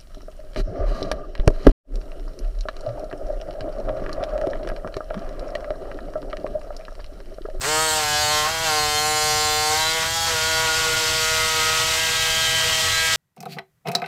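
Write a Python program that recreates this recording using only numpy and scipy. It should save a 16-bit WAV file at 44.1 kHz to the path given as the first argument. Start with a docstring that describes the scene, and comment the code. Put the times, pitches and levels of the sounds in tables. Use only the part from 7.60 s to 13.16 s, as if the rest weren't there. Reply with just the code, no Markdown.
"""A table in a quiet room: small cordless electric scissors cut denim, heard by one microphone.
A low room rumble lies behind, and a short room tail follows the clatter, weaker than the direct sound.
A motor swings the blade once a turn: the housing hums as sines on orders of the shaft, the linkage knocks as
filtered clicks at slowly sliding places in the turn, and blade and cloth rasp as noise that flares after contacts.
The thick seam slows the motor and cleans the tone; pings, snaps and scrapes are shaped noise and pulses."""
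import sys
import numpy as np
from scipy import signal
from scipy.fft import rfft, irfft
from scipy.io import wavfile
from scipy.ndimage import uniform_filter1d

SR = 44100
rng = np.random.default_rng(int(sys.argv[2]) if len(sys.argv) > 2 else 0)


def to_wav(s):
    """Save 16-bit WAV."""
    ch = np.atleast_2d(s).T  # columns
    pcm = np.round(np.clip(ch, -1, 1) * 32767)  # PCM
    wavfile.write(sys.argv[1], SR, pcm.astype(np.int16))


N = 245195

# spectrum of the low room noise: pitch_hz, relative_level_db
RUMBLE_COLOUR = [(12, -22), (22, 3), (33, -7), (60, -1.5), (104, 1), (150, -2.5), (172, -15), (199, -7.5),
                 (280, -27.5), (360, -31)]
# shaft speed, slowed by the seam and freed when the blade backs off: time_s, speed_turns_per_s
SHAFT_SPEED = [(0.0, 127.1), (0.05, 134.7), (0.09, 152.7), (0.23, 158.6), (0.39, 154.3), (0.47, 149.1),
               (0.85, 152.1), (0.91, 161.8), (1.04, 162.2), (1.12, 153.1), (1.28, 149.3), (1.48, 152.7),
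               (1.75, 152.5), (1.91, 152), (2.09, 152.8), (2.18, 156.6), (2.36, 161.8), (2.43, 160.5),
               (2.54, 164.9), (2.69, 164.5), (2.78, 158.8), (2.89, 161.2), (3.08, 159.3), (4.1, 158.3),
               (4.35, 160.6), (4.8, 161.6), (5.02, 161.5), (5.2, 160.3), (5.56, 161.1)]
# where the blade works: time_s, place (0 short of the cloth, 1 in the seam, 2 backed off,
# 3 entering flat cloth, 4 far across it; values between two places blend them)
BLADE_PLACE = [(0, 0.84), (.38, 0.59), (.47, 1.66), (.85, 2.57), (.9, 2.27), (1.04, 2.5), (1.1, 1.34),
               (2.12, 0.98), (2.3, 2.77), (2.45, 2.63), (2.5, 2.27), (2.68, 2.2), (2.74, 2.58), (4.1, 3.2),
               (4.5, 3.74), (5.56, 4.28)]
# effort of the cut: time_s, housing_hum_db, clatter_of_linkage_and_blade_db (before the room),
# rasp_share of the clatter's power (0-1)
WORK_LEVELS = [(0.0, -44, -32, 1), (0.08, -25, -26.5, 0.4), (0.14, -23, -26.5, 0), (0.24, -24, -25.5, 0),
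               (0.36, -26.5, -25.5, 0.6), (0.45, -26, -25, 0.12), (0.79, -23.5, -23, 0.13),
               (0.89, -28.5, -28.5, .3), (1.02, -27.5, -27, .3), (1.1, -23, -24, 0.21),
               (1.3, -25.5, -24, .12), (1.57, -23.5, -23.5, .03), (2.0, -24, -24, 0.09),
               (2.2, -26, -23.5, 0.28), (2.42, -26, -25.5, 0.7), (2.5, -30.5, -26.5, .3),
               (2.64, -31.5, -24, 0.23), (2.74, -27.5, -24.5, .75), (2.95, -25.5, -24.5, 0.22),
               (3.3, -27, -24, 0.81), (4.1, -27.5, -23, 0.87), (4.5, -29.5, -23.5, 1),
               (4.8, -27.5, -23.5, 0.71), (5.26, -27.5, -22.5, 0.8), (5.38, -30.5, -24, 0.67),
               (5.56, -27.5, -22.5, 0.88)]
# balance of the housing hum: shaft_order, then relative_level_db at each of the five blade places
HUM_ORDERS = [(2, -18, -17.5, -16, -21.5, -25.5), (3, -17, -6, -14, -7.5, -13),
              (4, -5, -11.5, -6, -9, -10.5), (5, -26, -2, -1, -15.5, -14), (6, 2, -11, -5, -11, -13),
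              (7, -24, -5.5, -8.5, -11.5, -15), (8, -12, -14.5, -11.5, -13.5, -9),
              (9, -10, -9.5, -9.5, -4.5, -16.5), (10, -6, -16, -5, -33.5, -29),
              (11, -15, -13.5, -10, -17, -16.5), (12, -5, -17, -11, -12.5, -9.5),
              (13, -32, -13.5, -14, -7.5, -11), (14, -33, -9, -11, -11.5, -13),
              (15, -27, -15.5, -12.5, -24, -13), (16, -32, -17.5, -17, -13, -10),
              (17, -29, -16.5, -7.5, -24, -17), (18, -13, -15, -20.5, -19.5, -10.5),
              (19, -24, -18.5, -16, -13, -10), (20, -1, -21, -6.5, -18, -6)]
# single orders that sing out for a while: start_s, end_s, shaft_order, level_db
SINGING_ORDERS = [(0.16, 0.26, 8, -26.5), (0.305, 0.438, 5, -28.5), (0.449, 0.619, 11, -32),
                  (.7, 0.883, 7, -28.5), (0.701, 0.837, 21, -37), (0.696, 0.817, 28, -33),
                  (1.15, 1.27, 7, -29.5), (1.27, 1.42, 21, -34), (1.516, 2.092, 27, -35),
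                  (1.7, 2.106, 28, -34), (1.75, 2.066, 29, -34), (1.791, 2.089, 30, -31),
                  (2.01, 2.299, 6, -32), (2.153, 2.4, 13, -35), (2.55, 2.69, 5, -30),
                  (2.549, 2.742, 8, -33), (2.194, 2.31, 25, -29), (2.55, 2.66, 20, -33),
                  (2.73, 3.416, 9, -29.5), (2.858, 3.01, 25, -31.5), (2.93, 3.111, 6, -32.5),
                  (3.6, 4.361, 8, -32.5), (4.641, 5.17, 19, -32), (4.851, 5.56, 12, -34.5),
                  (5.2, 5.562, 8, -35.5), (5.3, 5.413, 25, -34), (5.329, 5.565, 14, -33.5),
                  (5.33, 5.56, 16, -36)]
# the two blade reversals: place_in_turn (0-1), relative_strength_db
BLADE_REVERSALS = [(.2, -1), (.8, -13)]
# spectrum of a linkage knock: pitch_hz, relative_level_db
KNOCK_COLOUR = [(2400, -20), (3300, -2.5), (3900, -1), (4500, 0), (5200, -3.5), (6000, -5.5), (7000, -4),
                (8300, -8.5), (9000, -14.5), (12000, -15), (15500, -26)]
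# spectrum of the cloth scuff: pitch_hz, relative_level_db
SCUFF_COLOUR = [(150, -43), (300, -12.5), (450, -8), (800, 1), (1300, 2), (2100, -7), (2600, -40),
                (4000, -22)]
# spectrum of the blade rasp in the seam: pitch_hz, relative_level_db
RASP_SEAM_COLOUR = [(1500, -23), (2400, -2.5), (3200, 1), (4400, 4), (5500, 1), (8200, -1), (9000, -11.5),
                    (12300, -10), (14000, -16), (15700, -32)]
# spectrum of the blade rasp on flat cloth: pitch_hz, relative_level_db
RASP_FLAT_COLOUR = [(1500, -16), (2400, -2), (3000, 3), (4200, 1.5), (6000, -1), (8400, -3.5), (9000, -12),
                    (12300, -13), (14000, -18), (15700, -22)]
# ping of the unloaded blade until it meets the cloth: time_s, level_db (before the room)
PING_LEVEL = [(0, -35), (.06, -30), (.36, -26), (.44, -52), (5.56, -58)]
# spectrum of a ping: pitch_hz, relative_level_db
PING_COLOUR = [(5500, -17), (7300, -5), (8000, 0.5), (8700, -4), (9300, -24), (12000, -19), (15500, -23)]
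# rough scrapes as the blade bites in or pulls free: centre_s, length_s, peak_level_db (before the room)
BLADE_SCRAPES = [(0.043, 0.028, -25.5), (.42, 0.046, -41), (0.867, 0.037, -30), (1.08, 0.067, -37),
                 (2.135, .04, -32), (2.204, 0.027, -34), (2.433, 0.027, -31.5), (2.7, 0.036, -29),
                 (3.08, .03, -38), (5.278, 0.034, -33)]
# spectrum of a scrape: pitch_hz, relative_level_db
SCRAPE_COLOUR = [(300, -10), (700, -8), (1400, 4), (2500, -3.5), (4500, -16), (8000, -29), (12000, -27)]
# blades snapping through threads at each reversal: time_s, level_db (before the room)
SNAP_LEVEL = [(0, -45), (2.1, -44), (2.75, -34), (3.6, -32), (4.6, -31), (5.56, -31)]
# spectrum of a snap: pitch_hz, relative_level_db
SNAP_COLOUR = [(700, -35), (1500, 6.5), (2500, -1.5), (4000, -6.5), (6000, -17), (9000, -32), (14000, -31)]

RUMBLE_DB = -37.5
EDGE_HZ = 15750  # top of the recorder's band
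ON_S = 0.0078  # the trigger closes
HUNTING, HUNTING_HZ = .0025, 5  # on flat cloth the speed hunts by this share (rms), this often
BITE, BITE_SPREAD = 0.48, 1.4  # share of rasp that a scrape adds, over this many times its length
UNEVEN, UNEVEN_HZ = 0.15, 2.7  # on flat cloth the share of rasp wanders this much (rms), this often
SCUFF_DB, SCUFF_SLOPE = -37.5, 1.2  # scuff at full rasp; times faster in dB it falls with the rasp share
WANDER_DB, WANDER_HZ = 0.17, 18  # knocks and blade rasp swell and sink this much (rms), this often
PATCHY_DB, PATCHY_HZ = 2.5, 9  # the scuff comes in patches as the cloth drags (rms)
BREAK_UP = 1.6  # added to the hum's waver factor at full rasp


def gain_of(db):
    """Amplitude gain of a level in dB."""
    return 10 ** (np.asarray(db) / 20)


def evened(x):
    """The signal brought to rms 1."""
    return x / np.sqrt(np.mean(x ** 2) + 1e-20)


def curve(rows, column=1):
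    """One column of a table, at every sample."""
    rows = np.array(rows, float)
    return np.interp(np.arange(N) / SR, rows[:, 0], rows[:, column])


def colour(x, points):
    """Causal filter with the given spectrum, brought to rms 1: the phase follows from the log gain."""
    f, db = np.transpose(points)
    hz = abs(np.fft.fftfreq(8192, 1 / SR))
    level_db = np.interp(np.log(hz + 1), np.log(f + 1), db)
    log_gain = np.log(gain_of(np.maximum(level_db, -100)))
    spectrum = np.exp(np.conj(signal.hilbert(log_gain)))
    taps = np.fft.ifft(spectrum).real[:4096]
    return evened(signal.oaconvolve(x, taps)[:N])


def drift(rate_hz, count):
    """Slow chance: rows of smooth noise of rms 1 that change about rate_hz times a second."""
    steps = N // 128 + 2
    rough = rng.standard_normal((count, steps))
    lowpass = 1 / (1 + (np.fft.rfftfreq(steps, 128 / SR) / rate_hz) ** 2)
    smooth = irfft(rfft(rough) * lowpass, steps)
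    return np.array([np.interp(np.arange(N) / 128, np.arange(steps), evened(row)) for row in smooth])


def rumble():
    """Low room noise: steady random pressure with a low-pitched spectrum."""
    return gain_of(RUMBLE_DB) * colour(rng.standard_normal(N), RUMBLE_COLOUR)


def room(x):
    """Reflections as sparse taps of random sign that die away by 60 dB in 0.27 s."""
    at = np.arange(150, 9000, 20) + rng.integers(0, 20, 443)
    tail = np.zeros(9100)
    tail[at] = rng.choice([-1., 1.], len(at)) * gain_of(-60 * at / SR / 0.27)
    return signal.oaconvolve(x, tail / np.linalg.norm(tail))[:N]


def on_flat():
    """0 in and before the seam, 1 once the blade runs on flat cloth."""
    return np.clip((np.arange(N) / SR - 2.7) / 0.1485, 0, 1)


def shaft():
    """Turns made so far: the summed speed, which trembles a little and hunts on flat cloth."""
    tremble = 0.00204 * drift(30.7, count=1)[0]
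    hunting = HUNTING * on_flat() * drift(HUNTING_HZ, count=1)[0]
    return np.cumsum(curve(SHAFT_SPEED) * (1 + tremble + hunting)) / SR


def contacts(count=24):
    """Place in the turn and slowly changing strength of the two reversals and many other contacts."""
    others = np.column_stack([rng.random(count), np.full(count, -7.5)])
    place, db = np.vstack([BLADE_REVERSALS, others]).T
    return place, gain_of(db[:, None] + 2.3 * drift(3.5, count=len(place)))


def clicks(turns, at, size, late, uneven_db):
    """One click a turn, placed between two samples by a short sinc; late is its rms scatter in samples."""
    train, lag = np.zeros(N + 40), np.arange(-16, 17)
    when = np.interp(np.arange(int(turns[-1])) + at, turns, np.arange(N))
    when = np.clip(when + late * rng.standard_normal(len(when)), 20, N - 1)
    whole = when.astype(int)
    blow = size[whole] * gain_of(uneven_db * rng.standard_normal(len(when)))
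    pulse = np.sinc(lag - (when - whole)[:, None]) * np.hanning(33)
    np.add.at(train, whole[:, None] + lag, blow[:, None] * pulse)
    return train[:N]


def clatter_gains():
    """Gains of knocks, rasp and scuff: the rougher the cut, the more the rasp takes over from the knocks."""
    t = np.arange(N) / SR
    bites = sum(np.exp(-((t - s) / (BITE_SPREAD * length)) ** 2 * 2) for s, length, _ in BLADE_SCRAPES)
    wander = UNEVEN * on_flat() * drift(UNEVEN_HZ, count=1)[0]
    share = np.clip(curve(WORK_LEVELS, column=3) + BITE * bites + wander, .01, .97)
    whole = gain_of(curve(WORK_LEVELS, column=2) + WANDER_DB * drift(WANDER_HZ, count=1)[0])
    patches = gain_of(SCUFF_DB + PATCHY_DB * drift(PATCHY_HZ, count=1)[0])
    return whole * np.sqrt(1 - share), whole * np.sqrt(share), patches * share ** (SCUFF_SLOPE / 2)


def ping(turns):
    """The blade rings as a short bright noise burst at the second reversal, over a faint steady floor."""
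    decay = np.exp(-((turns - BLADE_REVERSALS[1][0]) % 1) / 0.17)  # in turns
    burst = rng.standard_normal(N) * (0.097 + decay)
    return gain_of(curve(PING_LEVEL)) * colour(burst, PING_COLOUR)


def scrapes():
    """The blade biting in or pulling free: short swells of coarse noise."""
    t = np.arange(N) / SR
    swell = sum(gain_of(db) * np.exp(-((t - s) / length) ** 2 * 2) for s, length, db in BLADE_SCRAPES)
    coarse = rng.standard_normal(N) * gain_of(4.3 * drift(250, count=1)[0])
    return swell * colour(coarse, SCRAPE_COLOUR)


def snaps(turns):
    """Threads give way in sharp uneven pulses, two a turn, that come and go with the weave."""
    grip = gain_of(2.2 * drift(4, count=len(BLADE_REVERSALS)))
    train = sum(clicks(turns, at, size, late=.9, uneven_db=1.5)
                for (at, _), size in zip(BLADE_REVERSALS, grip))
    return gain_of(curve(SNAP_LEVEL)) * colour(train, SNAP_COLOUR)


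def rasp(turns, place, strength, blade_gain, cloth_gain):
    """Steady friction noise that also flares after each contact and dies within a small part of the turn."""
    flare = sum(size * np.exp(-((turns - at) % 1) / 0.026) for at, size in zip(place, strength))
    flare = 3.2 + flare / uniform_filter1d(flare, 2000)  # steady part plus flares
    flare *= gain_of(0.49 * drift(17, count=1)[0])  # the weave is uneven
    noise = rng.standard_normal(N) * flare
    flat = np.clip(curve(BLADE_PLACE) - 2, 0, 1)
    blade = (1 - flat) * colour(noise, RASP_SEAM_COLOUR) + flat * colour(noise, RASP_FLAT_COLOUR)
    cloth = colour(rng.standard_normal(N) * flare, SCUFF_COLOUR)
    return blade_gain * blade + cloth_gain * cloth


def knocks(turns, place, strength, gain):
    """The linkage: each contact clicks once a turn while its place slides slowly."""
    # rms slide in turns at the five blade places: the seam steadies the blade
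    held = np.interp(curve(BLADE_PLACE), range(5), [0.0071, 0.0026, 0.0075, 0.0056, 0.01])
    creep = held * drift(3.1, count=len(place))
    train = sum(rng.choice([-1, 1]) * clicks(turns + slide, at, size, late=0.27, uneven_db=-0.4)
                for at, size, slide in zip(place, strength, creep))
    loud = np.sqrt(np.mean(strength ** 2, 0))
    return gain * colour(train / loud, KNOCK_COLOUR)


def hum(turns, rough):
    """Housing: shaft orders as sines that wander in level; one swells while it sits on a resonance."""
    t, place = np.arange(N) / SR, curve(BLADE_PLACE)
    shares = {round(order): gain_of(np.interp(place, range(5), db)) for order, *db in HUM_ORDERS}
    whole = gain_of(curve(WORK_LEVELS, column=1)) / np.sqrt(sum(share ** 2 for share in shares.values()))
    level = {order: whole * share for order, share in shares.items()}
    for start, end, order, db in SINGING_ORDERS:
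        inside = np.clip(np.minimum(t - start, end - t) / .07 + .5, 0, 1)  # 70 ms edges
        swell = np.sin(np.pi / 2 * inside) ** 2
        level[round(order)] = np.maximum(level.get(round(order), 0), gain_of(db) * swell)
    slow, quick = drift(8.7, count=len(level)), drift(27, count=len(level))
    waver_factor = 0.78 + BREAK_UP * rough
    out = np.zeros(N)
    for k, order in enumerate(level):
        waver = 1.1 * slow[k] + .06 * order * quick[k]  # high orders flutter more
        lag = 0.28 * rng.standard_normal()  # the orders loosely line up at the second reversal
        cycles = order * (turns - BLADE_REVERSALS[1][0]) + lag
        sine = np.sqrt(2) * np.cos(2 * np.pi * cycles)
        out += level[order] * gain_of(waver * waver_factor) * sine
    return out


def scene():
    """One microphone: both channels carry the same sound."""
    turns = shaft()
    place, strength = contacts()
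    running = np.clip((np.arange(N) / SR - ON_S) / 0.001, 0, 1)
    knock_gain, blade_gain, cloth_gain = clatter_gains()
    linkage = knocks(turns, place, strength, knock_gain) + ping(turns)
    cutting = rasp(turns, place, strength, blade_gain, cloth_gain) + snaps(turns) + scrapes()
    rough = blade_gain ** 2 / (blade_gain ** 2 + knock_gain ** 2)
    clatter = running * (linkage + cutting)
    clatter = 0.93 * clatter + gain_of(-6.5) * room(clatter)  # direct sound and room tail
    return np.tile(running * hum(turns, rough) + clatter + rumble(), (2, 1))


def record(dry):
    """The band limit of the recorder."""
    lowpass = signal.firwin(511, EDGE_HZ, window=("kaiser", 9), fs=SR)
    return signal.oaconvolve(dry, lowpass[None], "same")


dry = scene()
out = record(dry)
to_wav(out)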